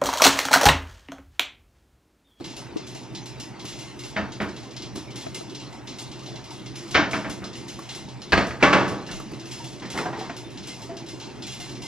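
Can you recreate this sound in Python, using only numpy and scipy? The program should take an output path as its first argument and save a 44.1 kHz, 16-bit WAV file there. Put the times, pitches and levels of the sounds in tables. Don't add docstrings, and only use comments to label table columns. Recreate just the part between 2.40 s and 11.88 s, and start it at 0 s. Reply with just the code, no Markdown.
import sys
import numpy as np
from scipy import signal
from scipy.fft import rfft, irfft, dct, next_fast_len
from scipy.io import wavfile
from scipy.ndimage import uniform_filter1d

SR = 44100
rng = np.random.default_rng(int(sys.argv[2]) if len(sys.argv) > 2 else 0)


def how_loud(loudness_db):
    steps = np.asarray(loudness_db, float) / 20
    return 10 ** steps


def int16_out(signal):
    q = np.round(np.clip(np.atleast_2d(signal).T, -1, 1) * 32767)
    wavfile.write(sys.argv[1], SR, q.astype(np.int16))


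N = 417979

# [f/Hz, t60/s]
KITCHEN_T60 = [(100, 0.69), (300, 0.84), (1000, 0.68), (2500, 0.49), (6000, 0.63), (12000, 0.52)]

# [f/Hz, level/dB]
TAPE_COLOUR = [(350, -30), (450, -12), (560, -11), (598, 0), (640, -11), (850, -14), (1100, -40)]
# [t/s, level/dB, tilt/dB per octave]
GRIP_CREAKS = [
    (0.362, -21, -24),
    (.393, -34, 0),
    (.557, -37, 2),
    (1.658, -37, -2),
    (2.205, -46, 2),
    (2.866, -29.5, 8.5),
    (3.009, -32, 3),
    (3.940, -35, -3),
]
# [f/Hz, level/dB, t60/s]
CASING_MODES = [(335, -2, 0.053), (426, 5.5, 0.038), (654, 3.5, 0.043), (1600, -22, .03), (2480, -22, .02)]
# [f/Hz, phase/rad]
PORT_LEAD = [(30, 3.8), (70, 1.35), (125, 1.08), (280, 0.11), (800, 0.23), (2300, 0.55), (5500, 1.16),
             (7300, 1.7), (9000, 2.66), (11000, 2.08), (13000, 3.2)]
# [f/Hz, left - right/dB]
PORT_LEAN = [(30, 2.8), (70, .8), (120, -2), (280, -1.9), (500, 0), (6000, .6), (10500, 2), (13000, .2)]

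# [f/Hz, level/dB]
HUM_LINES = [(109, -54), (119.8, -47), (127.8, -51.5)]
# [f/Hz, level/dB per Hz]
RUMBLE_COLOUR = [(15, -58), (25, -11), (48, -7), (91, -11), (113, -7), (132, 1.5), (159, -8), (193, -2.5),
                 (234, -4.5), (337, -4), (470, -14.5), (900, -14), (1380, -20.5), (2500, -24),
                 (3250, -28.5), (5500, -120)]
# [f/Hz, width/Hz, level/dB]
MOTOR_MODES = [(130, 18, -2.5), (350, 100, -4), (903, 11.4, 0.5)]
# [f/Hz, level/dB]
HISS_COLOUR = [(1000, -44), (2000, 8), (5000, 6), (8000, -4), (12000, -12), (14000, -28)]
# [f/Hz, level/dB]
STEEL_COLOUR = [(900, -10), (1900, -5.5), (3000, 3.5), (5000, 2.5), (6500, 1.5), (8500, -3.5),
                (11500, -17.5), (13500, -12), (15000, -48)]
# [f/Hz, width/Hz, level over broad colour/dB]
DRUM_MODES = [(2090, 13, 14), (2785, 34, 6.5), (3325, 20, 3.5), (3535, 20, 5), (4047, 66, 4),
              (4310, 45, -10), (5124, 70, 3.5), (5520, 74, -0.5), (6210, 44, 0), (8570, 55, 3),
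              (10410, 460, 5), (11280, 200, 11.5)]
# [t/s, peak/dB]
ZIPS = [(0.4679, -34), (1.252, -30), (1.3885, -32), (1.6494, -35.5), (2.758, -30.5), (4.1055, -35),
        (4.355, -31), (4.711, -28), (5.1535, -34), (5.281, -31), (5.42, -38.5), (6.7119, -29),
        (7.0553, -35.5), (7.1126, -29.5), (7.2427, -32.5), (7.5013, -28.5), (8.102, -41.5), (8.2711, -30),
        (9.067, -29), (9.1197, -31.5), (9.2, -30), (9.4195, -31.5)]
# [t/s, peak/dB]
BUCKLES = [(0.042, -31), (1.3193, -37), (2.1624, -35.5), (3.199, -35), (3.4727, -31), (3.7143, -36),
           (3.8607, -34), (4.041, -37.5), (5.4902, -28.5), (6.6642, -33.5), (7.7917, -32.5), (8.23, -35),
           (8.662, -37.5), (8.7992, -32), (9.259, -48)]
# [t/s, peak/dB]
RIVETS = [(0.166, -31.5), (.549, -34), (0.8577, -33.5), (.999, -30), (1.284, -33.5), (1.5912, -32.5),
          (2.5563, -30.5), (2.86, -41), (2.9452, -26.5), (3.3256, -41), (3.586, -28.5), (4.51, -29),
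          (4.897, -28.5), (5.5482, -31), (6.0686, -34), (6.4778, -31), (7.5745, -27), (7.965, -32.5),
          (8.418, -34.5), (8.686, -33)]
# [t/s, peak/dB]
BUTTONS = [(.368, -33), (0.7495, -29.5), (1.1958, -34.5), (1.92, -33.5), (2.086, -38.5), (2.3083, -39),
           (2.364, -30), (2.4208, -31.5), (2.705, -38.5), (3.0947, -38), (3.1481, -30.5), (3.958, -34),
           (4.26, -34.5), (5.0405, -30.5), (5.1305, -35.5), (5.686, -38.5), (5.818, -32.5), (6.996, -36),
           (7.396, -40), (7.453, -37), (8.174, -33.5), (8.568, -33.5), (9.0224, -29.5), (9.3532, -38)]
# [body/dB, brightness/dB, ring factor]
FASTENERS = [
    (4, 3.5, 1),
    (1, -5.5, 0.91),
    (0.5, 3.5, 0.6),
    (-2.5, -7.5, 0.5),
]
# [t/s, peak/dB]
STUDS = [(.0992, -37), (.6325, -43), (1.6357, -32), (2.2313, -39.5), (2.81, -34), (3.7903, -38.5),
         (3.8304, -38.5), (4.4782, -36.5), (5.895, -42), (6.6133, -43.5), (6.9343, -38), (7.185, -36),
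         (7.3292, -39.5), (7.773, -38), (8.955, -45), (9.2936, -34), (9.4609, -30)]

# [t/s, level/dB, f/Hz, t60/s]
CRACKS = [(1.761, -29, 3300, .012), (1.7655, -17, 2200, 0.011), (1.771, -21, 1900, .015),
          (2.0033, -19, 2010, 0.011), (2.0077, -27, 1800, .015), (4.5505, -12, 2000, .012),
          (4.548, -19, 4200, .012), (4.553, -22, 3230, 0.013), (4.556, -18, 2400, .012),
          (4.599, -9, 1110, .015), (4.564, -15, 1500, 0.017), (4.7325, -15, 2200, .012),
          (4.845, -36, 1900, .012), (5.9245, -10, 1700, 0.0092), (5.926, -13, 3960, .015),
          (5.9302, -10, 1850, 0.01), (5.9295, -5, 1640, 0.046), (5.9725, -22, 4500, .03),
          (5.921, -19, 4570, .012), (5.9775, -9, 1500, .012), (6.107, -30, 2400, .012),
          (6.2272, -0.5, 2340, 0.012), (6.2345, -26, 6500, 0.0091), (6.2362, -4, 2400, 0.01),
          (6.229, -17, 4020, .015), (6.244, -7, 1500, 0.014), (6.329, -24, 4200, .012),
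          (6.33, -19, 2500, 0.0081), (6.333, -7, 1420, .02), (6.3365, -30, 6500, 0.011),
          (6.3395, -12, 1250, .012), (6.346, -6, 1150, .012), (6.3512, -11, 1700, .012),
          (6.365, -12, 1490, .012), (7.5762, -16, 2030, 0.013), (7.5845, -23, 2150, .012),
          (7.589, -14.5, 1360, .012), (7.731, -37, 2000, .015), (7.5755, -32, 3200, .012),
          (7.8075, -31, 1900, .01), (7.8985, -23.5, 1440, 0.017), (7.905, -28, 1240, .012)]
# [t/s, # level/dB, f/Hz, t60/s]
TAPS = [(.136, -37, 906, 0.054), (.222, -35, 880, .05), (.358, -36, 1100, .03), (2.232, -35, 800, 0.037),
        (2.575, -39, 1300, .03), (2.865, -34, 1300, .025), (3.011, -37, 1300, .025),
        (3.33, -36.5, 903, .12), (3.725, -39, 850, .05), (4.11, -31, 908, 0.064), (5.02, -37, 1300, .03),
        (5.388, -30.5, 1098, .05), (5.68, -34.5, 900, .06), (6.69, -30, 1750, .05), (8.42, -37, 906, .1),
        (8.815, -36, 884, 0.066), (8.878, -37, 896, .06), (9.198, -35.5, 710, 0.13),
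        (9.445, -35.5, 2080, .2)]
# [t/s, level/dB, f/Hz, t60/s]
PANEL_NOTES = [(1.772, -22, 200.5, 0.19), (2.01, -34, 203, 0.1), (4.585, -12, 294, 0.11), (4.752, -35, 300, 0.07),
               (5.94, -32, 42, .4), (6.232, -17, 280, 0.23), (6.24, -28, 40, .6), (6.35, -15, 575, 0.18),
               (6.72, -30, 34, 0.55), (4.56, -19.5, 840, 0.19), (4.555, -27, 204, 0.14), (7.695, -24, 610, 0.046),
               (7.565, -22.5, 290, .06), (7, -31.5, 331, 0.18), (7.657, -26.5, 1600, 0.1), (7.2, -30, 940, 0.1),
               (7.588, -28, 2500, .08),
               (1.78, -25, 667, .08), (2.003, -34, 1610, .09), (4.585, -21, 1480, .12), (4.735, -30, 1593, .08),
         (5.926, -18, 805, .06), (5.978, -20, 2220, .04), (6.347, -14, 1614, .04), (6.412, -20, 1147, .05),
         (6.86, -25, 214, .1), (7.608, -29, 836, .08), (7.682, -24, 420, .07), (7.77, -28, 882, .05),
         (7.778, -24, 434, .12), (7.9, -33, 1070, .06), (1.775, -33, 84, .3), (2.012, -36, 82, 0.27),
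         (2.565, -37, 82, .35)]

# [t/s, peak/dB, boom/dB, snap/dB, ring factor]
FRIDGE_BLOWS = [
    (7.421, -28, 9.5, 7.5, 0.89),
    (7.553, -31, 4, 5, 0.9),
    (7.575, -23, 0, 4, 0.67),
    (7.599, -23.5, 2, -4, 0.33),
    (7.654, -21, -2.5, -5, 0.5),
    (7.729, -24.5, -6, -4.5, 0.79),
    (7.81, -28, -1, -7, 0.43),
    (7.844, -34.5, -15, -6, 0.82),
    (7.895, -28, 4, 9, 0.52),
    (8.495, -31.5, 9, 1, 1),
]
# [f/Hz, level/dB]
BOX_COLOUR = [(59, -29), (100, -5), (248, -5), (337, -6.5), (374, -6.5), (422, -4), (730, -7), (1240, -8.5),
              (6000, -25), (7800, -31), (13200, -120)]
# [f/Hz, width/Hz, level/dB]
SHELL_MODES = [(245, 25, 4.9), (335, 10, 9.4), (927, 180, 0.8), (1900, 320, 0.68)]
# [t/s, level/dB, f/Hz, t60/s]
JARS = [
    (7.6, -31, 950, 0.11),
    (7.654, -21.5, 732, 0.14),
    (7.732, -37, 1890, 0.092),
    (7.81, -27.5, 762, 0.13),
    (7.896, -26, 692, 0.067),
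    (8.492, -31, 671, 0.34),
    (8.515, -32, 388, 0.21),
]

# [t/s, peak/dB, boom/dB, snap/dB, ring factor]
SWEEPS = [
    (6.2, -35.5, -22, 4, 0.49),
    (7.535, -37, 3.5, -9, 0.88),
]
# [t/s, peak/dB, boom/dB, snap/dB, ring factor]
KNOCKS = [
    (1.763, -19.5, 5, -2, 0.59),
    (2.001, -22, 9, -1, 0.59),
    (4.544, -17, -5, 11.5, 0.33),
    (4.549, -10, 2, 1.5, 0.71),
    (4.732, -19.5, 5.5, 0, 0.59),
    (4.845, -27.5, 9, -3, 0.52),
    (4.895, -31, 15, -13, 0.27),
    (5.019, -32, 12.5, -13, 0.7),
    (6.689, -32.5, 11.5, -8, 0.59),
]
# [t/s, peak/dB, boom/dB, snap/dB, ring factor]
SHUTS = [
    (5.921, -11, -11, 0.5, 0.27),
    (5.929, -7, -2.5, -2.5, 0.83),
    (5.976, -8.5, 6, 1, 0.61),
    (6.106, -26, -18, -6, 0.62),
]
# [t/s, peak/dB, boom/dB, snap/dB, ring factor]
SLAMS = [
    (6.225, -4, -1, 4, 1),
    (6.235, -5.5, -7, -2, 0.84),
    (6.328, -6, -6.5, 2, 1),
    (6.349, -9.5, -0.5, -19, 0.64),
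    (6.409, -16.5, 7, -8, 1),
    (6.518, -21, 7, -10, 0.97),
]
# [t/s, peak/dB, depth/dB, body/dB]
THUMPS = [
    (1.771, -39, 3, -6),
    (2.01, -35.5, -16, 12),
    (2.55, -41, -6, 4),
    (4.55, -31, 7, -13),
    (5.922, -22, 11, -11),
    (6.227, -37.5, -5, -2),
    (6.738, -43, -2, 9),
]
# [t/s, peak/dB, boom/dB, snap/dB]
BUMPS = [
    (0.007, -36, 0, -14),
    (0.357, -38.5, -5, -12.5),
    (1.244, -39, 18, -3),
    (2.556, -36, 18, 0),
    (5.39, -43.5, -6, 19),
    (6.799, -40.5, 11, 11),
    (6.917, -37, 0, -11),
]
# [f/Hz, level/dB]
WOOD_COLOUR = [(24, -52), (40, -14), (195, -15), (251, -17), (287, -12.5), (462, -12.5), (1500, -9),
               (5340, -26), (7340, -39.5), (9000, -101)]
# [f/Hz, level/dB]
FRAME_COLOUR = [(35, -29), (60, 0.5), (125, -12.5), (199, 0.5), (331, -18.5), (370, -6), (1090, -9),
                (1600, -13), (4730, -21.5), (12000, -44), (15600, -86)]
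# [f/Hz, level/dB]
PANEL_COLOUR = [(35, -38), (60, -1), (190, -1), (227, -6), (283, -0.5), (629, -1), (1430, -3.5),
                (5520, -22), (10500, -40), (12000, -68), (15600, -100)]
# [f/Hz, level/dB]
FLESH_COLOUR = [(50, -27), (100, -1), (330, 1), (600, -4.5), (1200, -5.5), (2500, -18)]
# [f/Hz, level/dB]
THUMP_COLOUR = [(22, -45), (48, -15), (80, -6.5), (130, -21), (200, -38.5)]
# [f/Hz, width/Hz, level/dB]
DOOR_MODES = [(204.4, 14, 13.5), (289, 21, 4), (645, 14, 1.5), (1268, 15, -1.5), (1477, 15, 1),
              (1587, 13, 5), (1810, 100, 0), (2230, 180, 0.5), (2670, 69, 0), (3050, 52, 2), (3730, 42, -1)]
# [f/Hz, width/Hz, level/dB]
LATCH_MODES = [(298, 53, 7.9), (675, 36, 1.7), (1250, 43, 1.6), (1640, 150, 5.7), (1900, 150, 2.4),
               (2320, 940, 3), (4300, 280, 1.1)]
# [f/Hz, width/Hz, level/dB]
CARCASS_MODES = [(196, 11, 8.8), (283, 150, 1.8), (576, 13, 2), (822, 12, 1.2), (1135, 32, 5.3),
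                 (1300, 15, 1.8), (1527, 58, 1.9), (1750, 59, 3.5), (2040, 44, 1.6), (2240, 91, 3),
                 (2650, 190, 2), (3316, 40, 1.1)]
# [f/Hz, width/Hz, level/dB]
KNUCKLE_MODES = [(330, 120, 6), (1130, 40, 2.1)]

# [f/Hz, level over side/dB]
GATE = [(7000, -24), (7800, -7), (8400, 6), (9400, 8.5), (9700, -9), (11100, -6), (11700, 12), (12300, 25)]
# [f/Hz, level over stronger of middle and side/dB]
ROUNDING = [(300, -26.5), (1300, -13), (5500, -13), (9000, -5)]
SHARP_TICKS = [.749, .865, 1.005, 1.237, 1.26, 1.585, 2.351, 2.56, 2.77, 2.793, 2.955, 3.141, 3.327, 3.466,
               3.582, 4.511, 4.906, 5.045, 5.532, 5.927, 6.067, 6.229, 7.111, 7.251, 7.506, 7.576, 8.272,
               8.296, 8.412, 8.806, 9.015, 9.062, 9.47]
BRISK_TICKS = [.006, .169, .378, .471, 1.4, 1.92, 2.003, 2.166, 3.164, 3.698, 6.206, 6.717, 6.93, 7.971,
               8.574, 8.667, 8.69, 9.085]


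def along(points, hz):
    f, value = np.transpose(points)
    return np.interp(np.log(hz + 1), np.log(f + 1), value)


def filtered(x, response):
    size = next_fast_len(x.shape[-1] + 4096)
    hz = np.fft.rfftfreq(size, 1 / SR)
    return irfft(rfft(x, size) * response(hz), size)[..., :x.shape[-1]]


def resonant(x, modes, scatter_db=0):
    centre_hz, width_hz, db = (v[:, None] for v in np.transpose(modes))

    def response(f):
        bells = 1j * f * width_hz / (centre_hz ** 2 - f * f + 1j * f * width_hz)
        return 1 + np.squeeze(how_loud(db.T + scatter_db) @ bells)[..., None, :]

    return filtered(x, response)


def ports(pair, alike):
    turn = np.arccos(np.clip(alike, -1, 1)) / 2
    common, other = np.cos(turn) * pair[0], np.sin(turn) * pair[1]
    return np.array([common + other, common - other])


def rush(spectrum, patchy_db):
    z = signal.stft(rng.standard_normal((2, N)), SR, nperseg=1024)[2]
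    field = uniform_filter1d(rng.standard_normal(z.shape[1:]), size=8, axis=0)
    field = uniform_filter1d(field, size=5, axis=1)
    x = signal.istft(z * how_loud(patchy_db * field / field.std()), nperseg=1024)[1][:, :N]
    x = filtered(x, lambda f: how_loud(along(spectrum, f)))
    return x / x.std()


def strikes(rows, colour, modes, pivots_hz, rise_s, first_db, first_t60_s, scatter_db):
    start_s, peak_db, low_db, high_db, ring = (v[:, None, None, None] for v in np.transpose(rows))
    size = int(.37 * SR)
    hz, frame_s, z = signal.stft(rng.standard_normal((len(rows), 2, size)), SR, nperseg=256)
    low_hz, mid_hz, high_hz = pivots_hz
    lows = along([(low_hz, 1), (mid_hz, 0)], hz)[:, None]
    highs = along([(mid_hz, 0), (high_hz, 1)], hz)[:, None]
    tone_db = low_db * lows + high_db * highs
    fade_db = -60 * frame_s / (along(KITCHEN_T60, hz)[:, None] * ring)
    x = signal.istft(z * how_loud(tone_db + fade_db), SR, nperseg=256)[1][..., :size]
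    x = filtered(x, lambda f: how_loud(along(colour, f)))
    t = np.arange(size) / SR
    onset = 1 - np.exp(-t / rise_s)
    first = 1 + how_loud(first_db - 60 * t / first_t60_s)
    fade_out = np.minimum(1, (t[-1] - t) * 20)
    x = x * onset * first * fade_out
    x = resonant(x, modes, scatter_db * rng.standard_normal((len(rows), len(modes))))
    x = x * how_loud(peak_db[..., 0]) / x[..., :SR // 50].std(axis=(1, 2), keepdims=True)
    out = np.zeros((2, N + size))
    for start, blow in zip(start_s.ravel(), x):
        out[:, round(start * SR):][:, :size] += blow
    return out[:, :N]


def pings(rows, rise_share):
    out, t = np.zeros((2, N + SR)), np.arange(SR // 2) / SR
    for s, db, hz, t60 in rows:
        onset = 1 - np.exp(-t / (rise_share * t60))
        out[0, round(s * SR):][:len(t)] += how_loud(db - 60 * t / t60) * np.sin(2 * np.pi * hz * t) * onset
    return out[:, :N]


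def camera_body():
    motor = ports(how_loud(-57) * rush(TAPE_COLOUR, patchy_db=1), alike=-.9)
    creaks, t = np.zeros(N), np.arange(SR // 10) / SR
    onset = 1 - np.exp(-t / 0.0014)
    for s, db, tilt_db in GRIP_CREAKS:
        ring = 0
        for hz, mode_db, t60 in CASING_MODES:
            level_db = mode_db + tilt_db * np.log2(hz / 430)
            ring = ring + how_loud(level_db - 60 * t / t60) * np.sin(2 * np.pi * hz * t)
        creaks[round(s * SR):][:len(t)] += how_loud(db) * ring * onset
    return motor + creaks * np.array([[1.2], [-.8]])


def dryer():
    t = np.arange(N) / SR
    hum = sum(how_loud(db) * np.sin(2 * np.pi * hz * t) for hz, db in HUM_LINES) * np.array([[1], [0]])
    rumble = hum + how_loud(-42.0) * resonant(rush(RUMBLE_COLOUR, patchy_db=2), MOTOR_MODES)
    air = how_loud(-53.0) * rush(HISS_COLOUR, patchy_db=5.0)
    kinds = zip((ZIPS, BUCKLES, RIVETS, BUTTONS), FASTENERS)
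    contacts = sorted(hit + colour for hits, colour in kinds for hit in hits)
    ticks = strikes(contacts, STEEL_COLOUR, DRUM_MODES, (2000, 4500, 11000), rise_s=0.00013,
                    first_db=-13, first_t60_s=0.0029, scatter_db=2.5)
    return ports(rumble, alike=0.83) + ports(how_loud(-8) * ticks + air, alike=0.91)


def small_contacts():
    grazes = [(*hit, 1, -1, .6) for hit in STUDS]
    studs = strikes(grazes, STEEL_COLOUR, DRUM_MODES, (2000, 4500, 11000), rise_s=0.00036,
                    first_db=-2, first_t60_s=0.004, scatter_db=3.0)
    cracks = pings(CRACKS, rise_share=0.031)
    taps = pings(TAPS, rise_share=0.045)
    panels = pings(PANEL_NOTES, rise_share=0.058)
    return ports(cracks + taps + panels + how_loud(-9) * studs, alike=.93)


def refrigerator():
    blows = strikes(FRIDGE_BLOWS, BOX_COLOUR, SHELL_MODES, (250, 900, 2500), rise_s=0.0012,
                    first_db=-6.5, first_t60_s=0.017, scatter_db=0)
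    notes, t = np.zeros((2, N)), np.arange(SR // 4) / SR
    onset = 1 - np.exp(-t / 0.0019)
    for s, db, hz, t60 in JARS:
        notes[0, round(s * SR):][:len(t)] += how_loud(db - 60 * t / t60) * np.sin(2 * np.pi * hz * t) * onset
    return ports(how_loud(-8.0) * blows + notes, alike=0.92)


def sweeps():
    rubs = strikes(SWEEPS, PANEL_COLOUR, SHELL_MODES, (200, 1200, 5000), rise_s=0.048,
                   first_db=-30, first_t60_s=.05, scatter_db=0)
    return ports(rubs, alike=0.97)


def cupboards():
    wood_hz = (200, 1200, 5000)
    knocks = strikes(KNOCKS, WOOD_COLOUR, DOOR_MODES, wood_hz, rise_s=0.0036,
                     first_db=13.0, first_t60_s=0.0083, scatter_db=2.0)
    shuts = strikes(SHUTS, FRAME_COLOUR, LATCH_MODES, wood_hz, rise_s=0.0014,
                    first_db=4.5, first_t60_s=0.034, scatter_db=0)
    slams = strikes(SLAMS, PANEL_COLOUR, CARCASS_MODES, wood_hz, rise_s=0.0018,
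                    first_db=3.0, first_t60_s=0.072, scatter_db=0.5)
    soft = [(*hit, 0.38) for hit in BUMPS]
    bumps = strikes(soft, FLESH_COLOUR, KNUCKLE_MODES, (100, 330, 1200), rise_s=0.0025,
                    first_db=15, first_t60_s=0.017, scatter_db=2.0)
    puffs = [(*hit, 0.85) for hit in THUMPS]
    thumps = strikes(puffs, THUMP_COLOUR, [(82.5, 59, 3)], (30, 60, 120), rise_s=0.0059,
                     first_db=5.0, first_t60_s=0.2, scatter_db=2.5)
    wooden = how_loud(-4.5) * knocks + how_loud(-8.5) * (shuts + slams)
    return ports(wooden + how_loud(2.5) * bumps + how_loud(-4.5) * thumps, alike=0.93)


def scene():
    return camera_body() + dryer() + small_contacts() + refrigerator() + sweeps() + cupboards()


def starved(x, fickle_db, sharp_db):
    block, lead, band = 1024, 270, 32
    top_hz, ragged_hz, brisk_top_hz = 13650, 380, 12300
    count = N // block + 3
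    pair = np.array([x[0] + x[1], x[0] - x[1]]) / 2
    pair = np.pad(pair, ((0, 0), (lead + block, 3 * block)))
    window = signal.windows.kaiser_bessel_derived(2 * block, 4 * np.pi)
    index = block * np.arange(count)[:, None] + np.arange(2 * block)
    a, b, c, d = np.split(pair[:, index] * window, 4, axis=2)
    folded = np.concatenate([-c[..., ::-1] - d, a - b[..., ::-1]], axis=2)
    lines = dct(folded, type=4, norm="ortho")
    hz = np.arange(block) * SR / 2 / block
    level = np.sqrt(np.abs(uniform_filter1d(lines ** 2, size=band, axis=2))) + 1e-9
    spare = how_loud(fickle_db * np.repeat(rng.standard_normal((count, block // band)), band, axis=1))

    def frames(times):
        hit = np.floor((np.array(times) * SR + lead) / block)
        return np.isin(np.arange(count), hit)[:, None]

    sharp = frames(SHARP_TICKS)
    rich = sharp | (frames(BRISK_TICKS) & (hz < brisk_top_hz))
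    strong = np.abs(lines[0]) > level[1] * spare * how_loud(along(GATE, hz))
    keep = strong | rich | (hz < GATE[0][0])
    inside = hz < top_hz + ragged_hz * (rng.standard_normal((count, 1)) + sharp)
    step = level.max(axis=0) * how_loud(along(ROUNDING, hz) + sharp_db * rich)
    rounded = np.round(lines / step) * step * np.array([keep & inside, inside])
    late, early = np.split(dct(rounded, type=4, norm="ortho"), 2, axis=2)
    whole = np.concatenate([early, -early[..., ::-1], -late[..., ::-1], -late], axis=2) * window
    joined = whole[:, 1:, :block] + whole[:, :-1, block:]
    mid, side = joined.reshape(2, -1)[:, lead:lead + N]
    return mid + np.array([[1], [-1]]) * side


def top_cut(x):
    return signal.sosfilt(signal.butter(12, 14400, fs=SR, output="sos"), x)


def record(dry):
    side = np.array([[1], [-1]])
    x = dry / (1 + np.abs(dry / .95) ** 6) ** (1 / 6)

    def port_network(f):
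        balance = how_loud(side * along(PORT_LEAN, f) / 2)
        phase = np.exp(-.5j * side * along(PORT_LEAD, f))
        return (f < 15000) * balance * phase

    mix = starved(filtered(x, port_network), fickle_db=6.0, sharp_db=-8.5)
    return top_cut(mix)


dry = scene()
out = record(dry)
int16_out(out)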